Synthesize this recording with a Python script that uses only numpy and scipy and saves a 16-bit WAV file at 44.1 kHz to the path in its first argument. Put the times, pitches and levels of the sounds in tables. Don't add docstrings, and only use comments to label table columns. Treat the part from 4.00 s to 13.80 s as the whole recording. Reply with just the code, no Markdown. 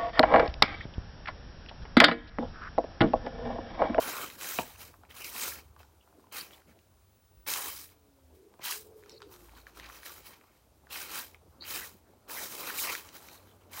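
import sys
import numpy as np
from scipy import signal
from scipy.fft import rfft, irfft, next_fast_len
from scipy.io import wavfile
from scipy.ndimage import uniform_filter1d, map_coordinates

SR = 44100
rng = np.random.default_rng(int(sys.argv[2]) if len(sys.argv) > 2 else 0)


def voltage_ratio(level):
    return 10 ** (np.asarray(level, float) / 20)


def materialize(psi):
    bounded = np.clip(np.atleast_2d(psi).T, -1, 1)
    quanta = np.round(bounded * 32767).astype(np.int16)
    wavfile.write(sys.argv[1], SR, quanta)


N = 432180


def unit(x):
    return x / np.sqrt(np.mean(x ** 2) + 1e-20)


def along(points, hz):
    f, v = np.transpose(points)
    return np.interp(np.log(hz + 1), np.log(f + 1), v)


def curves(rows):
    s, *cols = np.transpose(rows)
    t = np.arange(N) / SR
    return [np.interp(t, s, col) for col in cols]


def sounding(rows, fade_s):
    t = np.arange(N) / SR
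    to_edge = np.minimum(t - rows[0][0], rows[-1][0] - t)
    return np.clip(to_edge / fade_s, 0, 1)


def wobble(rate_hz):
    coarse = np.arange(0, N + 16, 16)
    knots = rng.standard_normal(int(N * rate_hz / SR) + 4)
    curve = map_coordinates(knots, [coarse * rate_hz / SR])
    return np.interp(np.arange(N), coarse, curve)


def coloured(x, spectrum):
    m = next_fast_len(N + 8192)
    spectrum = [(spectrum[0][0] / 2, -120), *spectrum]
    gain = voltage_ratio(along(spectrum, np.fft.rfftfreq(m, 1 / SR)))
    return unit(irfft(rfft(x, m) * gain, m)[:N])


def patchy(patchy_db, tall_bins=4, long_frames=12):
    z = signal.stft(rng.standard_normal(N), nperseg=256)[2]
    field = uniform_filter1d(rng.standard_normal(z.shape), tall_bins, 0)
    field = uniform_filter1d(field, long_frames, 1)
    return signal.istft(z * voltage_ratio(patchy_db * unit(field)), nperseg=256)[1][:N]


def town():
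    # time in seconds, rumble level in dB.
    traffic = [(0, -60), (.44, -69), (.6, -59), (1.01, -65.5), (1.83, -62), (2.07, -69.5), (3.19, -67.5),
               (3.41, -62), (3.55, -65.5), (4.26, -67.5), (4.66, -73), (4.94, -67), (5.65, -66),
               (6.8, -70.5), (7.3, -66.5), (9.8, -66)]
    # time in seconds, level in dB.
    wash_drift = [(0, -54.5), (2, -61.5), (2.51, -55.5), (3.19, -66), (4.26, -61.5), (4.8, -57),
                  (5.65, -59), (6.63, -61), (7.1, -56.5), (9.8, -54.5)]
    # frequency in Hz, density in dB per Hz.
    road_spectrum = [(15, -55), (25, -51), (39, 2), (59, 6.5), (88, 8), (135, -5), (170, -8.5), (220, -41),
                     (370, -120)]
    # frequency in Hz, density in dB per Hz.
    yard_spectrum = [(82, -31), (140, -10), (196, -7), (321, -6), (422, -6.5), (475, -8.5), (515, -8.5),
                     (859, -11.5), (1650, -15), (1750, -16.5), (7820, -19), (15600, -20)]
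    road_db, = curves(traffic)
    road = voltage_ratio(road_db + 1.4 * wobble(6.2)) * coloured(rng.standard_normal(N), road_spectrum)
    low = [(hz, db - 12 * max(0, np.log2(hz / 900))) for hz, db in yard_spectrum]
    wash_db, = curves(wash_drift)
    wash = voltage_ratio(wash_db - 8 + 0.45 * wobble(5.5)) * coloured(patchy(patchy_db=3.5), low)
    air = voltage_ratio(-71.5) * coloured(rng.standard_normal(N), yard_spectrum)
    return road + wash + air


def car():
    # time in seconds, firing rate in Hz, level in dB.
    gears = [
        [(4.9, 44.6, -101), (5.47, 54.6, -60.5), (5.658, 57.5, -54), (5.722, 56.4, -65), (6.1, 57, -50)],
        [(6.6, 60.5, -85), (6.68, 65.7, -65), (7.842, 96.4, -71), (8.114, 88, -75), (8.4, 95, -73)],
    ]
    # time in seconds, firing rate in Hz, level in dB.
    drones = [
        [(1.45, 73.6, -71), (1.474, 73.3, -62), (2.05, 74.8, -65)],
        [(2.65, 85.5, -76), (2.734, 90.4, -67), (3.2, 104, -69)],
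        [(3.3, 58.5, -79), (3.38, 58.6, -49), (3.46, 58.5, -65)],
        [(4.15, 76.0, -71), (4.342, 76.0, -59), (4.45, 76.0, -75)],
        [(4.75, 88.3, -76), (4.884, 89.7, -67), (5.35, 104, -69)],
        [(9.3, 90.7, -70), (9.548, 95.2, -67), (9.8, 89.6, -61)],
    ]
    out = np.zeros(N)
    for rows, fade_s in [(gear, 0.29) for gear in gears] + [(drone, 0.06) for drone in drones]:
        hz, db = curves(rows)
        phase = 2 * np.pi * np.cumsum(hz * (1 + 0.013 * wobble(7.4))) / SR
        tone = np.sin(phase) + voltage_ratio(-19) * np.sin(2 * phase)
        out += sounding(rows, fade_s) * voltage_ratio(db + 0.5 + 4.1 * wobble(6.9)) * tone
    return out


def small_engine():
    # time in seconds, second order in Hz, levels of orders 2, 3 and 4 in dB.
    coast = [
        (3.79, 305, -66, -71, -90),
        (3.95, 297, -73, -74, -95),
        (4.1, 282, -66, -72, -95),
        (4.18, 270, -69, -94, -70),
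        (4.35, 254, -68, -94, -77),
    ]
    # time in seconds, exhaust resonance in Hz, level in dB, roughness [0-1].
    revs = [
        [(4.28, 396, -69, 0.2), (4.372, 370, -62.5, 0.7), (4.486, 390, -56, 0.66), (4.502, 444, -64, 0.7),
         (4.57, 373, -66, 0.4)],
        [(4.72, 375.3, -41, 0.3), (4.74, 426, -56, 0.3), (4.956, 436, -56, 0.4), (5.09, 404.8, -59, 0.6),
         (5.134, 451, -55.5, 0.55), (5.252, 424, -59.5, 0.6), (5.274, 381, -56, 0.73), (5.5, 334, -68, 0.05)],
    ]
    hz, *order_db = curves(coast)
    phase = np.pi * np.cumsum(hz) / SR
    orders = sum(voltage_ratio(db + wobble(5.3)) * np.sin(order * phase) for order, db in enumerate(order_db, 2))
    out = sounding(coast, fade_s=0.018) * orders
    for rev in revs:
        hz, db, rough = curves(rev)
        rough = np.clip(rough, 0, 1)
        phase = 2 * np.pi * np.cumsum(hz * (1 + 0.0171 * wobble(30))) / SR
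        tone = voltage_ratio(2.5 + 3.9 * wobble(25)) * np.sin(phase)
        torn = wobble(230) * np.sin(1.04 * phase) + wobble(230) * np.cos(0.96 * phase)
        mixed = np.sqrt(1 - rough) * tone + np.sqrt(rough) * torn
        out += sounding(rev, fade_s=0.015) * voltage_ratio(db) * mixed
    return out


def walls(x):
    # frequency in Hz, t60 in seconds.
    decay = [
        (200, 0.31),
        (2000, 0.087),
        (10000, 0.56),
    ]
    hz, t, z = signal.stft(rng.standard_normal(SR // 3), SR, nperseg=256)
    fall = voltage_ratio(-60 * t / along(decay, hz)[:, None])
    tail = signal.istft(z * fall, SR, nperseg=256)[1]
    late = np.pad(x, (250, 0))
    return signal.fftconvolve(late, tail / np.linalg.norm(tail))[:N]


def bench_top(x):
    delay_s, echo_db = 0.001219, -21
    return x + voltage_ratio(echo_db) * np.pad(x, (round(delay_s * SR), 0))[:N]


def knock():
    # start in seconds, peak in dB, tilt in dB per octave above 450 Hz.
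    blows = [
        (.5877, -15.5, -3.5),
        (.5921, -20, -9),
        (4.5945, -43, -9),
    ]
    # frequency in Hz, level in dB, t60 in seconds.
    modes = [(114, -11, 0.12), (235, -3, 0.016), (338, -7, 0.086), (538, 3.5, 0.014), (804, 5.5, 0.028),
             (907, -5.5, 0.073), (985, 6.5, 0.034), (1300, 8, 0.0077), (1880, 3, 0.0053), (2400, 7, 0.014),
             (3080, 6, 0.0051), (630, -18, .13), (740, -10, 0.039), (1420, -15, .05)]
    out, t = np.zeros(N + SR), np.arange(SR // 5) / SR
    for s, db, tilt_db in blows:
        ring = np.zeros(len(t))
        for k, (hz, level_db, t60_s) in enumerate(modes):
            octaves = np.clip(np.log2(hz / 450), 0, 2)
            decay = voltage_ratio(level_db + tilt_db * octaves - 60 * t / t60_s)
            ring += (-1) ** k * decay * np.sin(2 * np.pi * hz * t)
        out[round(s * SR):][:len(t)] += voltage_ratio(db) * ring / np.abs(ring).max()
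    return out[:N]


def chatter():
    # time in seconds, resonance in Hz, level in dB.
    strips = [
        [(0, 1360, -44.5), (.13, 1243, -47), (.26, 1347, -46.5), (.29, 1300, -86)],
        [(8.77, 2400, -66), (8.79, 2400, -35.5), (8.81, 2400, -71), (8.86, 2280, -54), (8.9, 2300, -34.5),
         (8.94, 2160, -68)],
        [(2.7, 1596, -64), (2.725, 1600, -69)],
        [(9.605, 3020, -70), (9.635, 2620, -71)],
        [(9.7, 950, -72), (9.8, 953, -47)],
        [(5.54, 4170, -69), (5.63, 4070, -72)],
    ]
    # start in seconds, length in seconds, first and last Hz, level in dB.
    sings = [(2.527, 0.026, 3500, 3050, -57.5), (2, .045, 3100, 2900, -74), (2.4, .03, 1450, 1450, -65),
             (2.36, 0.061, 3700, 4900, -48), (8.34, .12, 1000, 550, -53), (8.36, .04, 2000, 1800, -44),
             (8.62, 0.034, 2400, 2100, -48), (8.66, 0.053, 1000, 1600, -46), (8.83, .08, 1100, 950, -47.5),
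             (5.9, .085, 6000, 5900, -64), (5.1, .09, 4100, 4300, -61), (5.8, 0.065, 3200, 1700, -58),
             (5.105, 0.037, 5900, 4900, -60), (1.2, 0.092, 2800, 2200, -49.5),
             (1.44, .05, 1300, 1500, -48.5), (1.51, .025, 2100, 2000, -46), (.44, 0.108, 1500, 1550, -51),
             (0.69, .03, 1000, 1000, -56), (4.6, .06, 1900, 2200, -60), (8.55, 0.072, 510, 550, -52),
             (4.635, 0.037, 1100, 1000, -54), (3.55, 0.15, 1000, 1050, -49), (7.6, .055, 4100, 4600, -48),
             (6.9, 0.066, 3050, 3000, -52), (7.11, .1, 2600, 3000, -54), (.05, 0.133, 2300, 2300, -51),
             (9.9, .12, 1100, 1200, -59), (9.27, 0.123, 4000, 3950, -63), (9.46, 0.077, 3500, 3100, -71.5),
             (7.645, 0.058, 2700, 2900, -53), (9.755, 0.041, 2000, 2400, -52.5),
             (7.76, .1, 1600, 1900, -49.5), (5.29, .12, 980, 1300, -69)]
    patches = [[(s, first_hz, db), (s + length_s, last_hz, db)] for s, length_s, first_hz, last_hz, db in sings]
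    grain = voltage_ratio(4 * wobble(170))

    def band(rate_hz):
        return unit(grain * wobble(rate_hz)) + 1j * unit(grain * wobble(rate_hz))

    narrow, wide = band(620), band(950)
    out = np.zeros(N)
    for k, rows in enumerate(strips + patches):
        on = sounding(rows, fade_s=0.01)
        span = on > 0
        t = np.flatnonzero(span) / SR
        s, hz, db = np.transpose(rows)
        hz, db = np.interp(t, s, hz), np.interp(t, s, db)
        source = narrow if rows[0][1] < 1800 else wide
        rough = np.roll(source, k * SR // 5)[span]
        carrier = np.exp(2j * np.pi * np.cumsum(hz) / SR)
        out[span] += on[span] * voltage_ratio(db) * (rough * carrier).real
    return out


def snaps():
    # start in seconds, peak in dB, panel in Hz, crackle in dB over the peak.
    sharp = [(0.3007, -36.5, 2830, -7), (0.4125, -31.5, 2940, -7), (0.4446, -32, 1840, -8),
             (0.831, -45, 1410, 5), (0.9401, -47, 1260, -16), (1.1107, -39.5, 2620, -26),
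             (1.1666, -48.5, 1090, 4), (1.2449, -34.5, 4250, 1), (1.3636, -32.5, 2270, -9),
             (2.3275, -47, 2400, 2), (3.4666, -43, 1110, 4.5), (3.4793, -30, 4130, -18),
             (1.803, -47, 700, -24), (4.622, -44, 2810, -15), (2.535, -49, 3200, -16),
             (4.723, -26, 2340, -23), (5.0952, -39, 5240, -16), (5.8992, -36, 1390, -14),
             (1.1835, -44, 1100, -2), (1.292, -46, 1100, 6), (6.908, -43, 2830, -13),
             (6.964, -38, 1200, -21), (7.1071, -55, 3170, 7), (8.2982, -37, 1580, -13),
             (8.7828, -38, 2370, 4), (1.203, -45, 1500, 0), (9.168, -45, 2500, 2), (9.1539, -49, 1260, -2),
             (9.222, -50, 1700, -14), (9.7336, -42, 3650, 1)]
    # start in seconds, peak in
    # dB, panel in Hz, crackle in dB over the peak.
    cracks = [
        (3.5374, -19.5, 4200, -1),
        (3.5605, -28, 2300, -14),
        (.5873, -19.5, 2300, -32),
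        (8.9514, -25, 1900, -7),
        (5.2191, -39, 1200, -4),
        (6.0622, -37, 1750, -4),
        (6.9585, -31, 1700, -18),
        (9.2861, -40, 2000, -3),
        (9.0896, -42, 2300, -2),
    ]
    # start in seconds, peak in dB, panel in Hz, crackle in dB over the peak.
    ticks = [(0.7525, -50, 1020, -12), (1.0349, -46, 1070, -20), (1.7637, -48, 900, -14),
             (1.8311, -47, 1550, -10), (5.0602, -50, 1100, -3), (1.051, -50, 2000, -26),
             (5.2275, -43, 3900, -20), (7.6399, -41, 2000, -20), (2.5086, -43.5, 2180, -20),
             (2.6193, -54, 1650, -13), (2.7899, -54, 2510, -11), (3.8909, -49, 3210, -20),
             (4.5394, -52.5, 1050, -8), (4.5918, -50, 1100, -12), (5.0365, -46, 2100, -14),
             (6.2562, -53, 2150, -8), (5.3393, -45, 4200, -16), (5.4935, -47, 1790, -20),
             (5.5199, -59, 3500, -12), (5.6681, -38, 1780, -17), (5.7484, -53, 2020, -8),
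             (5.7723, -40, 1296, -18), (5.7983, -37.5, 1610, -3), (5.8606, -45, 2700, 0),
             (6.0323, -38, 1570, -10), (6.3326, -45, 2170, -20), (6.4114, -49, 1800, -20),
             (6.8691, -48, 1310, -24), (7.3455, -42, 1800, -26), (7.6234, -44, 1390, -20),
             (5.0265, -52, 1450, -20), (5.1035, -49, 4500, -10), (5.2929, -57, 1100, -6),
             (5.3618, -51, 1350, -1), (5.486, -51, 900, -20), (5.535, -50, 900, -20),
             (5.5518, -51, 4030, -14), (5.891, -42, 1102, -14), (6.0941, -42, 1540, -4),
             (6.103, -44, 1200, -14), (6.2672, -50, 3160, -6), (6.181, -46, 1300, -14),
             (5.966, -54, 950, -20), (6.4398, -54, 1200, -20), (5.204, -49, 1300, -9),
             (8.872, -31, 1010, 3), (8.892, -34, 1090, -6), (8.927, -46, 2300, -10),
             (8.705, -37, 1530, -14), (8.996, -43, 2500, -14)]
    creaks_s = [2.0758, 2.1274, 2.1962, 2.2411, 2.2694]
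    creaks = [(s, -51.5, 980, -30) for s in creaks_s]
    bright_top_hz, dull_top_hz = 13000, 6500
    creases = [(*row, bright_top_hz) for row in sharp + cracks[:2]]
    creases += [(*row, dull_top_hz) for row in ticks + cracks[2:] + creaks]
    out, t = np.zeros(N + SR), np.arange(SR // 20) / SR
    shiver = voltage_ratio(-60 * t / 0.007) + voltage_ratio(-15 - 60 * t / 0.04)
    kick = 3.5 * (t == 0)

    def burst(order, low_hz, high_hz):
        sos = signal.butter(order, [low_hz, high_hz], "band", fs=SR, output="sos")
        y = signal.sosfilt(sos, kick + rng.standard_normal(len(t)) * shiver)
        return y / np.abs(y).max()

    for s, db, hz, crackle_db, top_hz in creases:
        panel = burst(2, 0.71 * hz, 1.27 * hz)
        crackle = burst(3, min(1.4 * hz, 2500), top_hz)
        out[round(s * SR):][:len(t)] += voltage_ratio(db) * (panel + voltage_ratio(crackle_db + 4) * crackle)
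    return out[:N]


def panels(low_hz, high_hz, rate_hz, sharp_q, count):
    out = np.zeros(N)
    for hz in np.geomspace(low_hz, high_hz, count):
        hits = rng.random(N) < rate_hz / SR
        ticks = hits * rng.standard_normal(N) * voltage_ratio(2.5 * wobble(14))
        out += unit(signal.lfilter(*signal.iirpeak(hz, sharp_q, SR), ticks)) * np.sqrt(hz)
    return unit(out)


def pushes(rows, fall_db_per_s, bend, still_db):
    t = np.arange(0, N + 32, 32) / SR
    s, rise, hold, db, haste = np.transpose(rows)[:, :, None]
    swell = np.clip(1 + (t - s) / rise, 0, 1) ** bend
    after = haste * np.clip(t - s - hold, 0, 1)
    fall_db = fall_db_per_s * after * (1.5 + 1.4 * after)
    power = np.sum((swell * voltage_ratio(db - fall_db)) ** 2, axis=0) + voltage_ratio(still_db) ** 2
    return np.interp(np.arange(N) / SR, t, 10 * np.log10(power))


def slicing():
    # full at seconds, rise and hold in seconds, fibre hiss in dB, sheet rattle in dB.
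    strokes = [(0, .01, 0.24, -41.5, -43), (0.458, 0.089, 0.12, -39, -43.5),
               (0.67, 0.24, 0.034, -53.5, -53.5), (1.168, 0.031, 0.043, -47.5, -50),
               (1.247, 0.008, 0.01, -39.5, -47.5), (1.407, 0.1, 0.065, -36, -41),
               (1.565, 0.044, 0.013, -65, -54.5), (2.325, 0.0044, 0.0053, -47, -46.5),
               (2.425, 0.011, .005, -64, -64), (1.48, 0.028, 0.011, -40, -49),
               (2.374, 0.053, 0.0056, -40, -40.5), (3.494, 0.028, 0.023, -31.5, -36.5),
               (3.554, 0.045, 0.13, -39, -44), (3.696, 0.093, 0.11, -44.5, -53),
               (4.659, 0.03, 0.003, -34.5, -37), (4.634, 0.026, .005, -56, -47.5),
               (4.71, 0.015, 0.0016, -32.5, -40.5), (6.945, 0.05, 0.068, -41.5, -44),
               (7.161, 0.078, 0.026, -38.5, -41.5), (7.117, .02, .01, -47, -47),
               (7.05, 0.016, 0.0046, -52, -50.5), (7.752, 0.11, 0.013, -36.5, -41.5),
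               (7.819, 0.061, 0.019, -44.5, -48.5), (7.658, 0.053, .01, -65, -56),
               (8.325, 0.045, 0.11, -40.5, -47), (8.5, 0.2, 0.11, -44, -57),
               (8.703, 0.23, 0.052, -41.5, -43), (8.8, 0.037, 0.0074, -31.5, -51),
               (8.861, 0.066, 0.076, -38, -40.5), (9.794, 0.088, .02, -42, -45)]
    # full at seconds, rise in seconds, fibre hiss in dB, sheet rattle in dB.
    rustles = [(.828, 0.068, -48, -50), (1.108, 0.018, -59.5, -56), (1.804, 0.025, -64, -62.5),
               (2.2, 0.19, -75, -83), (2.54, 0.068, -60.5, -60.5), (2.71, 0.054, -72, -68),
               (.35, 0.053, -54, -57.5), (3.918, 0.028, -73, -67), (4.358, 0.031, -69, -74),
               (4.994, 0.07, -67, -83), (5.12, 0.13, -72, -65.5), (5.226, 0.03, -81, -64.5),
               (5.33, 0.039, -57, -62), (5.458, 0.21, -61, -67), (5.578, 0.077, -60.5, -60),
               (5.68, 0.024, -64, -62.5), (5.778, 0.049, -57.5, -59), (5.87, 0.13, -75, -53.5),
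               (5.97, 0.15, -54.5, -54.5), (6.066, 0.051, -48, -52), (6.185, 0.12, -57, -56.5),
               (6.12, 0.047, -49.5, -56), (6.267, 0.027, -52.5, -56.5), (6.35, 0.11, -67, -60.5),
               (6.582, 0.43, -75, -71.5), (9.08, 0.08, -56, -57), (9.156, 0.04, -48.5, -51.5),
               (9.25, 0.034, -57.5, -59.5), (9.35, 0.2, -56, -59), (9.496, 0.12, -64.5, -68),
               (9.618, 0.031, -76, -69)]
    # time in seconds, boom in dB over the rattle.
    slack = [(0, 1), (.23, -2), (.5, -10.5), (.7, -12), (1.4, -6), (2.2, -2.5), (2.39, -12.5), (3.0, -13),
             (3.5, -5.5), (3.9, -11.5), (4.65, -20.5), (5.4, -5), (6.2, -8), (7.6, -8.5), (8.45, -2),
             (8.9, -6.5), (9.55, -4.5), (9.8, -11)]
    # frequency in Hz, density in dB per Hz.
    fibre_spectrum = [(2060, -25), (3500, -6.5), (3940, -2.5), (4360, -7.5), (4730, -3), (7370, -4),
                      (11300, -4), (13600, -1), (15600, 1)]
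    rattle_spectrum = [(470, -9.5), (800, -8.5), (1100, -1), (1740, -2), (2380, 0), (2820, -3), (3150, -1),
                       (3440, -10.5), (3920, -3), (4350, -6.5), (5500, -11), (7150, -13.5), (12100, -120)]
    boom_spectrum = [(71, -67), (120, -12.5), (339, -1), (387, -1), (549, -1.5), (661, -8), (820, -2.5),
                     (1400, -3), (1820, -23.5), (3080, -120)]
    slide_haste = 0.88
    sheet_lead = 1.2
    moves = [(*row, 1) for row in strokes]
    moves += [(s, rise, 0, hiss, rattle, slide_haste) for s, rise, hiss, rattle in rustles]
    blade = [(s, rise, hold, db, haste) for s, rise, hold, db, _, haste in moves]
    sheet = [(s, sheet_lead * rise, hold, db, haste) for s, rise, hold, _, db, haste in moves]
    hiss_db = pushes(blade, fall_db_per_s=116, bend=0.87, still_db=-78)
    rattle_db = pushes(sheet, fall_db_per_s=127, bend=1, still_db=-84)
    pivot_db = -39
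    boom_db = pivot_db + 0.71 * (rattle_db - pivot_db) + curves(slack)[0]
    jerk_db = 1.1 * wobble(40) + 1.3 * wobble(250)
    hiss = voltage_ratio(jerk_db + 0.8 * wobble(900)) * patchy(patchy_db=1.8, tall_bins=7, long_frames=14)
    ringing = panels(830, 7000, rate_hz=220, sharp_q=14, count=14)
    shaking = unit(patchy(patchy_db=2.5, tall_bins=3, long_frames=12))
    rattle = voltage_ratio(1.2 * jerk_db) * (shaking + 0.55 * ringing)
    boom = voltage_ratio(0.77 * jerk_db + 1.1 * wobble(50)) * patchy(patchy_db=3, tall_bins=1, long_frames=12)
    out = voltage_ratio(hiss_db + 2) * coloured(hiss, fibre_spectrum)
    out += voltage_ratio(rattle_db - 1.24) * coloured(rattle, rattle_spectrum)
    return out + voltage_ratio(boom_db - 2.26) * coloured(boom, boom_spectrum)


def scene():
    behind = town() + car() + small_engine()
    clicks = snaps() + knock()
    paper = bench_top(slicing()) + chatter()
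    return (behind + voltage_ratio(-6) * walls(clicks) + clicks + paper)[None]


def roll_off(x):
    return signal.sosfilt(signal.butter(12, 17060, fs=SR, output="sos"), x)


def record(dry):
    low_hz, high_hz = 38, 15800
    hz = np.fft.rfftfreq(N, 1 / SR)
    passed = (hz < high_hz) / (1 + (low_hz / (hz + 1)) ** 6)
    return roll_off(irfft(rfft(dry) * passed, N))


dry = scene()
out = record(dry)
materialize(out)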